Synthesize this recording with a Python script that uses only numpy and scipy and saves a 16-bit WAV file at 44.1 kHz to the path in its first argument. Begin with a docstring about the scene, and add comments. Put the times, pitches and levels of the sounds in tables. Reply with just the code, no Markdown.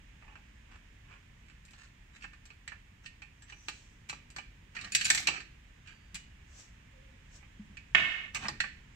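"""Light clicks and scrapes come first: a screwdriver works a screw out of an open printer, near a phone.
Each impact excites the modes of the steel chassis, and sliding friction drives them with tiny slips.
The bit rattles against the chassis as it is drawn out; then the tool is put down on a ringing sheet
with a clang, and a few knocks follow. The bench thuds and sleeves rustle, while faint hisses and
a brief whine sound over the quiet rumble of a small workshop."""
import sys
import numpy as np
from scipy import signal
from scipy.fft import rfft, irfft, next_fast_len
from scipy.io import wavfile

SR = 44100
rng = np.random.default_rng(int(sys.argv[2]) if len(sys.argv) > 2 else 0)


def generate_wav(signal):
    """Clip the signal to [-1, 1] and save it as 16-bit WAV at the path in sys.argv[1]."""
    frames = np.transpose(np.atleast_2d(signal))
    scaled = np.clip(frames, -1, 1) * 32767
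    pcm = np.round(scaled).astype(np.int16)
    wavfile.write(sys.argv[1], SR, pcm)


N = 394694

# Levels are relative within each table; balance is left minus right. # metal striking the chassis, and from 8.3
# s the set-down tool knocking: start_s, level_db, knock_db, bright_db, panel_hz
IMPACTS = [(0.223, -54.5, 1.5, -20, 2100), (0.355, -49, -1, -18, 1600), (1.1095, -56, -1, -15, 1560),
           (1.6516, -60.5, -12, 2, 1870), (1.6822, -59, -26, -9, 2320), (1.708, -61, -14, 0.5, 2300),
           (1.7344, -55, -2, -4, 2580), (2.2418, -38, -7, -17, 1653), (2.3325, -50.5, -7, -13.5, 1640),
           (2.4548, -56.5, -6, 1, 2370), (2.5035, -49, -5.5, -13, 2580), (2.6774, -38.5, -11.5, -8, 2060),
           (2.7198, -42, -4.5, -21, 1745), (3.0605, -42, -23, -6.5, 2700), (3.22, -44, -11.5, -12.5, 2450),
           (3.4217, -55, -8, -2, 1690), (3.523, -44.5, -5.5, -13, 2620), (3.684, -34, -4.5, -3.5, 2750),
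           (4.0964, -36, -6, -3, 2590), (4.129, -43.5, 2.5, -7, 2395), (4.303, -56.5, -9, 1, 2620),
           (4.363, -40.5, -4.5, -3.5, 1790), (4.384, -37.5, -2, -11.5, 2660),
           (4.7657, -32.5, -16, -16, 1867), (4.7872, -38.5, -20, -17.5, 2540),
           (4.8119, -40, -21.5, -5.5, 2400), (4.8458, -40.5, -8, -6.5, 2210), (4.921, -39, -22.5, -1, 2540),
           (4.9499, -22, -27, 0.5, 2700), (5.012, -27.5, -25.5, -4.5, 2860),
           (5.053, -26, -50.5, -2.5, 2700), (5.102, -18.5, -14.5, -1, 1870),
           (5.1485, -29.5, -14, 1.5, 1843), (5.176, -30, -26, -3.5, 2047), (5.2718, -22.5, -18, -4, 2655),
           (5.2839, -26.5, -0.5, -6, 2780), (5.37, -42, -13, -17, 2020), (5.4042, -41, -11, -10, 2050),
           (5.874, -50, -18, -7, 2650), (6.145, -42, -18, 0, 2290), (6.1541, -40, -12.5, -1.5, 2170),
           (7.428, -56, -4, -30, 2120), (7.7705, -42.5, -27, -12.5, 2470), (8.3473, -33, -9, -2, 2370),
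           (8.4536, -33, -6, -29, 1680), (8.4843, -34, 3, -3.5, 1925), (8.603, -23, -15, -9.5, 1890),
           (8.6397, -32.5, -10, -25, 1700)]
# chassis and shaft resonances: pitch_hz, level_db
CHASSIS_MODES = [(830, -2), (1190, 2), (1600, -2), (1810, 2), (2280, 0.5), (2370, 3), (2530, 0.5),
                 (2650, 2), (2935, -1.5), (3900, 0.5), (4360, -2.5), (4635, -0.5), (5055, -15.5), (5870, 0),
                 (6440, -16), (6720, -13.5), (7480, 4.5), (7830, 2.5), (9640, 3.5)]
# spectrum of a contact: frequency_hz, density_db
CONTACT_SPECTRUM = [(100, -26), (300, -1), (520, -5), (800, 2), (1400, 2.5), (1800, -2.5), (2750, -4),
                    (3400, -1.5), (5500, -1.5), (7700, -3.5), (8700, -3.5), (10000, -4), (15000, -11.5)]
# leftward lean of a contact: frequency_hz, balance_db
CONTACT_BALANCE = [(300, 7), (1000, 7.5), (2500, -0.5), (4500, 5), (7500, 8.5), (13000, 7)]
# resonances of the sheet that the tool lands on: pitch_hz, level_db
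SHEET_MODES = [(660, 4), (748, -6.5), (1061, 0), (1167, -28), (1260, -22), (1486, 13.5), (1566, -15),
               (1764, -19), (1810, -26), (2019, 10.5), (2165, -26), (2195, -14), (2506, 0), (2534, -11),
               (2592, -18), (2692, -5), (2879, -18), (2942, 12), (3246, -7), (3345, 0), (3670, -11)]
# broad spectrum of that sheet: frequency_hz, density_db
SHEET_SPECTRUM = [(100, -24), (200, -20), (350, -15.5), (480, -25), (650, -15), (900, -16.5), (1150, -12.5),
                  (1500, -7.5), (1850, -6.5), (2850, -3.5), (3300, -11), (5000, -26.5), (7800, -31),
                  (9500, -65)]
# its clusters of crowded modes: centre_hz, boost_db
SHEET_CLUSTERS = [(690, 4), (1160, 4.5), (1550, 4), (1810, 13), (2170, 14), (2580, 9), (2900, 9), (3250, 6),
                  (3640, 7.5)]
# its stereo image: frequency_hz, balance_db
SHEET_BALANCE = [(400, 4.5), (1800, -6.5), (7000, -5)]
# bit and fingers sliding: middle_s, sigma_s, level_db, bright_db, knock_db
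STROKES = [(0.31, 0.053, -69, -23, 1.5), (0.74, 0.025, -65, -12.5, -4.5), (1.131, 0.033, -62.5, -17, -3),
           (1.493, 0.022, -68, -9, -8), (1.808, 0.045, -66.5, -7, -9.5), (2.161, 0.014, -62.5, -8, -15),
           (2.23, 0.014, -58.5, -7.5, -11), (3.052, 0.0082, -60, -9, -15), (3.499, 0.011, -59, -10, -19),
           (4.093, 0.0026, -55.5, -1, -12), (4.758, 0.0046, -53, -7, -9.5), (4.83, 0.046, -56.5, -10, -10),
           (4.986, 0.035, -49.5, -4, -17.5), (5.069, 0.027, -48, 0, -14), (5.169, 0.044, -50, 1, -7),
           (5.332, 0.047, -51.5, -9.5, -6.5), (5.898, 0.031, -62, -13, -13.5),
           (8.365, 0.011, -43, -7.5, -3), (8.451, 0.027, -51, -8.5, -0.5)]
# light touches that leave one steel part ringing: start_s, pitch_hz, level_db, t60_s
TOUCHES = [(2.679, 7700, -40, 0.024), (4.099, 4140, -33.5, 0.038), (4.846, 4115, -38.5, 0.044),
           (5.876, 4610, -66.5, 0.99), (6.153, 2895, -54.5, 0.5), (8.484, 5260, -21, 0.015),
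           (8.604, 1777, -34, 0.31)]
# free vibration of the screwdriver's shaft: pitch_hz, level_db, t60_s
SHAFT_MODES = [(2535, -1, 0.3), (4530, -3.5, 0.25), (7040, 6, 0.065), (9560, -4.5, 0.086)]
# the shaft glancing off the chassis: start_s, level_db
SHAFT_GLANCES = [(4.9215, -39), (4.95, -35), (5.046, -33.5)]
# soft bumps on the bench: start_s, level_db, pitch_hz
BENCH_BUMPS = [(6.138, -45, 173), (7.594, -34.5, 206.5), (7.696, -45, 200), (8.449, -38.5, 207),
               (8.486, -44, 330), (8.531, -45, 218)]
# arms shifting on the bench: middle_s, sigma_s, level_db
ARM_MOVES = [(4.25, 0.3, -67), (5.11, 0.24, -56), (8.03, 0.051, -50), (8.456, 0.094, -52)]
# rustle of the sleeves: frequency_hz, density_db
SLEEVE_SPECTRUM = [(30, -30), (80, 5), (130, 1.5), (220, -1), (330, -12), (600, -21), (1500, -48.5)]
# swells of thin hiss: peak_s, fall_s, level_db
HISS_SWELLS = [(3.74, 0.14, -60), (6.599, 0.052, -53), (7.36, 0.032, -56.5)]
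# their spectrum: frequency_hz, density_db
HISS_SPECTRUM = [(3000, -6.5), (4800, -5.0), (5500, -1.0), (5900, 2), (6800, -0.5), (7800, 0.5),
                 (9000, -25.5), (14000, -29)]
# reverberation of the workshop: frequency_hz, t60_s
ROOM_DECAY = [(200, 1), (800, 0.12), (2200, 0.42), (6000, 0.34), (14000, 0.13)]
# spectrum of the room noise: frequency_hz, density_db
NOISE_SPECTRUM = [(12, -32), (20, -6.5), (43, 2.5), (114, -5.5), (239, -14), (346, -21.5), (528, -26),
                  (785, -27), (872, -23.5), (1370, -26.5), (1730, -20.5), (3020, -25), (4480, -35.5),
                  (7400, -34.5), (11000, -60.5), (14300, -91), (22000, -120)]
# its slow drift: time_s, level_db
NOISE_LEVEL = [(0, -55.5), (3, -57.5), (4.5, -56.5), (8.95, -54.5)]
# its likeness at the two microphones: frequency_hz, coherence
NOISE_COHERENCE = [(60, 0.9), (150, 0.93), (380, 0.74), (950, 0.29), (2380, 0.15), (5980, 0.1964),
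                   (15000, 0.05)]
# its rightward lean: frequency_hz, balance_db
NOISE_BALANCE = [(200, -0.5), (1200, -1), (2400, -11.5), (4400, -0.5), (8000, -3.5)]

CRACK_T60_S, RING_T60_S = 0.0078, 0.067
RING_AT_DB, RING_HALVING_DB = -38, 56  # harder contacts are pressed on longer and ring shorter
SOFT_HZ, HARD_HZ, HARD_ABOVE_DB = 4280, 7520, -3.5  # bright contacts favour the higher shaft resonance
FIZZ_DB, FIZZ_PER_BRIGHT = -12, 2.3  # the top octave grows faster than the treble as contacts harden
PAN_DB, PAN_PER_BRIGHT = -7, 0.12  # dull contacts lie further right
LANDING_S, LANDING_DB, STAGGER_S, LANDING_THUD_DB = 7.9483, -6.5, 0.003, -39
CHATTER_AFTER_S, CHATTER_GAP_S, CHATTER_DB, CHATTER_LOSS_DB = 0.032, 0.021, -12, 7
SLIPS_PER_S, SLIPS_AT_DB, DOUBLING_DB = 900, -61.5, 9  # firmer sliding slips more often
THUD_DB, THUD_PER_DB, THUD_PER_KNOCK = -32.5, 0.6, 0.066  # how hard an impact pushes the bench
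BENCH_HZ, BENCH_SPREAD, BENCH_T60_S = 178.7, 0.15, 0.095  # the pitch varies with the spot pushed
SQUEAL_S, SQUEAL_FALL_S, SQUEAL_DB, SQUEAL_HZ = 3.6, 0.1, -63.5, 5970
WHINE_S, WHINE_HZ, WHINE_DB, WHINE_RISE_S, WHINE_T60_S = 6.925, 536, -63, 0.02, 0.82
WAVER_HZ, WAVERS_PER_S = 17, 9.1
NOISE_LAG_S = 0.000598  # the room noise reaches the left microphone later
BAND_LIMIT_HZ = 15700


def chassis_clicks():
    """Impact excitation: a crack, then ringing steel; the spot struck favours two resonances."""
    out, t = np.zeros((2, N)), np.arange(SR // 3) / SR
    spreading = 1 - np.exp(-t / 0.0024)
    for s, db, knock_db, bright_db, panel_hz in IMPACTS:
        shaft_hz = HARD_HZ if bright_db > HARD_ABOVE_DB else SOFT_HZ
        loading = 1 + 0.015 * rng.standard_normal()  # the tool's pressure detunes the steel a little
        modes = [(hz * loading, level) for hz, level in CHASSIS_MODES + [(panel_hz, -1), (shaft_hz, 0)]]
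        t60 = RING_T60_S * 2 ** ((RING_AT_DB - db) / RING_HALVING_DB)
        steel = amp(-4.5) * ring(modes, t, 1.2 * t60, spread_db=3.5)
        crack = amp(7.0) * burst(t, CRACK_T60_S)
        hit = unit_energy((crack + burst(t, t60) + steel) * spreading)
        favoured = lambda hz: 5 * hump(hz, panel_hz, width=0.12) + 5 * hump(hz, shaft_hz, width=0.08)
        click = chassis_colour(coloured(hit, favoured), knock_db, bright_db)
        add(out, s - 0.0007, amp(db + 32) * in_room(click, wet_db=-11))
    return out


def chassis_colour(x, knock_db, bright_db):
    """Contact stiffness sets bandwidth: heavy contacts move the panels, hard ones reach the treble."""
    fizz_db = FIZZ_DB + FIZZ_PER_BRIGHT * bright_db
    pan_db = PAN_DB + PAN_PER_BRIGHT * bright_db
    hardness = [(1100, knock_db), (1700, 0.0017), (2900, 0.019),
                (3600, bright_db), (7900, bright_db), (9500, fizz_db)]
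    balance = lambda hz: panned(pan_db + along(CONTACT_BALANCE, hz))
    return coloured(x, lambda hz: along(CONTACT_SPECTRUM, hz) + along(hardness, hz) + balance(hz))


def sheet_clang():
    """Plate vibration: the tool lands in quick blows on a sheet whose dense modes ring, then settle."""
    out, t = np.zeros((2, N)), np.arange(SR * 3 // 4) / SR
    clusters = lambda hz: sum(db * np.exp(-((hz - centre) / 90) ** 2) for centre, db in SHEET_CLUSTERS)
    sheet = lambda hz: along(SHEET_SPECTRUM, hz) + clusters(hz) + panned(along(SHEET_BALANCE, hz))
    for s, db in landing_blows():
        blow = coloured(burst(t, t60=0.0073), sheet)
        add(out, s, amp(db + 21) * in_room(blow, wet_db=-14))
    wash = amp(19.5) * coloured(burst(t, t60=1.0), sheet)
    partials = amp(-1.0 + panned(np.array([-7]))) * ring(SHEET_MODES, t, t60=0.47, spread_db=0.79)
    settling = 1 / (1 + (t / 0.35) ** 12)
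    add(out, LANDING_S, settling * (wash + partials))
    return out


def landing_blows(count=3):
    """Inelastic rebound: the tool's parts land in turn, then chatter ever more weakly."""
    touch_down = [(LANDING_S + k * STAGGER_S, LANDING_DB) for k in range(count)]
    chatter = [(LANDING_S + CHATTER_AFTER_S + k * CHATTER_GAP_S, CHATTER_DB - k * CHATTER_LOSS_DB)
               for k in range(count)]
    return touch_down + chatter


def scrapes():
    """Stick-slip friction: a swell of tiny random slips excites the chassis, damped by the hand."""
    out, t = np.zeros((2, N)), np.arange(SR // 2) / SR
    lead_s, grain_t = 0.2, t[:SR // 16]
    for s, sigma_s, db, bright_db, knock_db in STROKES:
        rate = SLIPS_PER_S * 2 ** ((db - SLIPS_AT_DB) / DOUBLING_DB)
        slips = (rng.random(len(t)) < rate / SR) * rng.standard_normal(len(t))
        body = burst(grain_t, t60=0.034)
        body += amp(-5.5) * ring(CHASSIS_MODES, grain_t, t60=0.02, spread_db=2.3)
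        grains = unit_rms(signal.fftconvolve(slips[None], body, axes=1)[:, :len(t)])
        stroke = chassis_colour(grains * bell(t - lead_s, sigma_s), knock_db, bright_db)
        add(out, s - lead_s, amp(db + 16.5) * in_room(stroke, wet_db=-10.5))
    return out


def steel_tings():
    """Free vibration: the shaft and small brackets, lightly touched, ring as damped sinusoids."""
    out, t = np.zeros((2, N)), np.arange(SR // 2) / SR
    shaft = [(s, hz, db + mode_db, t60) for s, db in SHAFT_GLANCES for hz, mode_db, t60 in SHAFT_MODES]
    mic_phase = np.array([[0], [1]])
    for s, hz, db, t60 in TOUCHES + shaft:
        tone = np.sin(2 * np.pi * hz * t + mic_phase) * fade(t, t60) * (1 - np.exp(-t / 0.00013))
        add(out, s, amp(db) * in_room(tone, wet_db=-25.5))
    return out


def bench_thuds():
    """Structure-borne sound: hands, the landing and each impact push the bench, heavy impacts more."""
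    out = np.zeros((2, N))
    for s, db, hz in BENCH_BUMPS + [(LANDING_S, LANDING_THUD_DB, BENCH_HZ)]:
        add(out, s, thud(db, hz))
    for s, db, knock_db, _, _ in IMPACTS:
        hz = BENCH_HZ * np.exp(BENCH_SPREAD * rng.standard_normal())
        add(out, s, thud(THUD_DB + THUD_PER_DB * db + THUD_PER_KNOCK * knock_db, hz))
    return out


def thud(db, hz):
    """Damped oscillator: the bench answers a soft push with a few low cycles."""
    t = np.arange(SR // 4) / SR
    push = np.sin(2 * np.pi * hz * t) * fade(t, BENCH_T60_S) * (1 - np.exp(-t / 0.01))
    return amp(db + 4.5) * in_room(np.array([push, push]), wet_db=-20.0)


def sleeve_rustle():
    """Friction noise: arms and sleeves drag on the bench with a low rustle."""
    t = np.arange(N) / SR
    effort = sum(amp(db) * bell(t - s, sigma_s) for s, sigma_s, db in ARM_MOVES)
    return effort * unit_rms(coloured(rng.standard_normal(N), lambda hz: along(SLEEVE_SPECTRUM, hz)))


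def hiss_and_squeal():
    """Band-limited noise: a hiss swells as the hands move; the screw thread adds a narrower squeal."""
    out, t = np.zeros((2, N)), np.arange(SR) / SR - 1 / 2
    broad = lambda hz: along(HISS_SPECTRUM, hz)
    narrow = lambda hz: 45 * hump(hz, SQUEAL_HZ, width=0.049)
    swells = [(*row, broad) for row in HISS_SWELLS]
    for s, fall_s, db, colour in swells + [(SQUEAL_S, SQUEAL_FALL_S, SQUEAL_DB, narrow)]:
        hiss = unit_rms(coloured(rng.standard_normal((2, SR)), colour))
        envelope = np.exp(-abs(t) / fall_s) * np.cos(np.pi * t)
        add(out, s + t[0], amp(db) * hiss * envelope)
    return out


def whine():
    """Frequency modulation: one faint tone wavers as it fades in the room."""
    out, t = np.zeros((2, N)), np.arange(SR) / SR
    hz = WHINE_HZ + WAVER_HZ * np.cos(2 * np.pi * WAVERS_PER_S * t)
    envelope = (1 - np.exp(-t / WHINE_RISE_S)) * fade(t, WHINE_T60_S)
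    tone = np.sin(2 * np.pi * np.cumsum(hz) / SR) * envelope
    add(out, WHINE_S, amp(WHINE_DB) * in_room(np.array([tone, tone]), wet_db=-0.5))
    return out


def room_noise():
    """Partial coherence: rumble and hiss from the right, nearly mono in the bass, plus microphone noise."""
    level_db = np.interp(np.arange(N) / SR, *np.transpose(NOISE_LEVEL))
    size = 2 * next_fast_len(N // 2 + 1)
    hz = np.fft.rfftfreq(size, 1 / SR)
    angle = np.arccos(along(NOISE_COHERENCE, hz)) / 2
    spectra = rfft(rng.standard_normal((2, size))) * amp(along(NOISE_SPECTRUM, hz))
    mid, side = spectra * [np.cos(angle), np.sin(angle)]
    balance = amp(panned(along(NOISE_BALANCE, hz)))
    lag = np.exp(np.pi * hz * NOISE_LAG_S * np.array([[-1j], [1j]]))
    noise = unit_rms(irfft(np.array([mid + side, mid - side]) * balance * lag, size)[:, :N])
    return amp(level_db) * noise + amp(-82.0) * rng.standard_normal((2, N))


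def in_room(x, wet_db):
    """Reverberation: x gains a fresh diffuse tail that builds up within milliseconds."""
    hz, t, noise = signal.stft(rng.standard_normal((2, SR // 2)), SR, nperseg=256)
    decay = amp(-60 * t / along(ROOM_DECAY, hz)[:, None])
    _, tail = signal.istft(noise * decay * (1 - np.exp(-t / 0.0041)), SR, nperseg=256)
    return x + amp(wet_db) * signal.fftconvolve(x, unit_energy(tail), axes=1)[:, :x.shape[-1]]


def ring(modes, t, t60, spread_db):
    """Modal superposition: each mode has a random strength and its own phase at each microphone."""
    draws = rng.standard_normal((len(modes), 3, 1))
    tones = sum(amp(db + spread_db * draw[0]) * np.sin(2 * np.pi * (hz * t + draw[1:]))
                for (hz, db), draw in zip(modes, draws))
    return unit_energy(tones * fade(t, t60))


def burst(t, t60):
    """Modal overlap: crowded modes merge into decaying noise of energy 1."""
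    return unit_energy(rng.standard_normal((2, len(t))) * fade(t, t60))


def coloured(x, gain_db):
    """Minimum-phase filtering: folding the cepstrum makes the response gain_db(hz) causal."""
    size = 2 * next_fast_len(x.shape[-1] // 2 + 2048)
    cepstrum = irfft(np.log(amp(gain_db(np.fft.rfftfreq(size, 1 / SR)))), size)
    cepstrum[..., 1:size // 2] *= 2
    cepstrum[..., size // 2 + 1:] = 0
    return irfft(rfft(x, size) * np.exp(rfft(cepstrum)), size)[..., :x.shape[-1]]


def fade(t, t60):
    """Exponential decay, 60 dB in t60 seconds."""
    return np.exp(-np.log(1000) * t / t60)


def bell(offset, sigma):
    """Gaussian of height 1."""
    return np.exp(-(offset / sigma) ** 2 / 2)


def hump(hz, centre_hz, width):
    """Resonance peak: a bell on a log-frequency axis."""
    return bell(np.log((hz + 1) / centre_hz), width)


def along(points, hz):
    """Interpolation of (frequency_hz, value) points on a log axis."""
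    knots_hz, values = np.transpose(points)
    return np.interp(np.log(hz + 1), np.log(knots_hz + 1), values)


def panned(db):
    """Level difference split into left and right offsets in dB."""
    return np.array([db, -db]) / 2


def amp(db):
    """Decibels to gain."""
    return 10 ** (np.asarray(db) / 20)


def unit_rms(x):
    """Normalisation to rms 1."""
    return x / np.sqrt(np.mean(x ** 2) + 1e-20)


def unit_energy(x):
    """Normalisation of each channel to energy 1."""
    return x / np.linalg.norm(x, axis=-1, keepdims=True)


def add(out, s, x):
    """Superposition of x onto out from time s."""
    start = round(s * SR)
    x = x[..., max(-start, 0):max(N - start, 0)]
    out[:, max(start, 0):][:, :x.shape[-1]] += x


def scene():
    """Linear superposition: the pressures of all sources add at the two microphones."""
    metal = chassis_clicks() + steel_tings() + scrapes() + sheet_clang()
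    return metal + bench_thuds() + sleeve_rustle() + hiss_and_squeal() + whine() + room_noise()


def record(dry):
    """Long waves reach the close microphones alike; the phone clips and limits the bandwidth."""
    size = next_fast_len(N + SR // 2)
    hz = np.fft.rfftfreq(size, 1 / SR)
    left, right = rfft(np.clip(dry, -1, 1), size) * (hz < BAND_LIMIT_HZ)
    mid = (left + right) / 2
    side = (left - right) / 2 * hz / np.hypot(hz, 280)  # the image narrows below 280 Hz
    return irfft(np.array([mid + side, mid - side]), size)[:, :N]


dry = scene()
out = record(dry)
generate_wav(out)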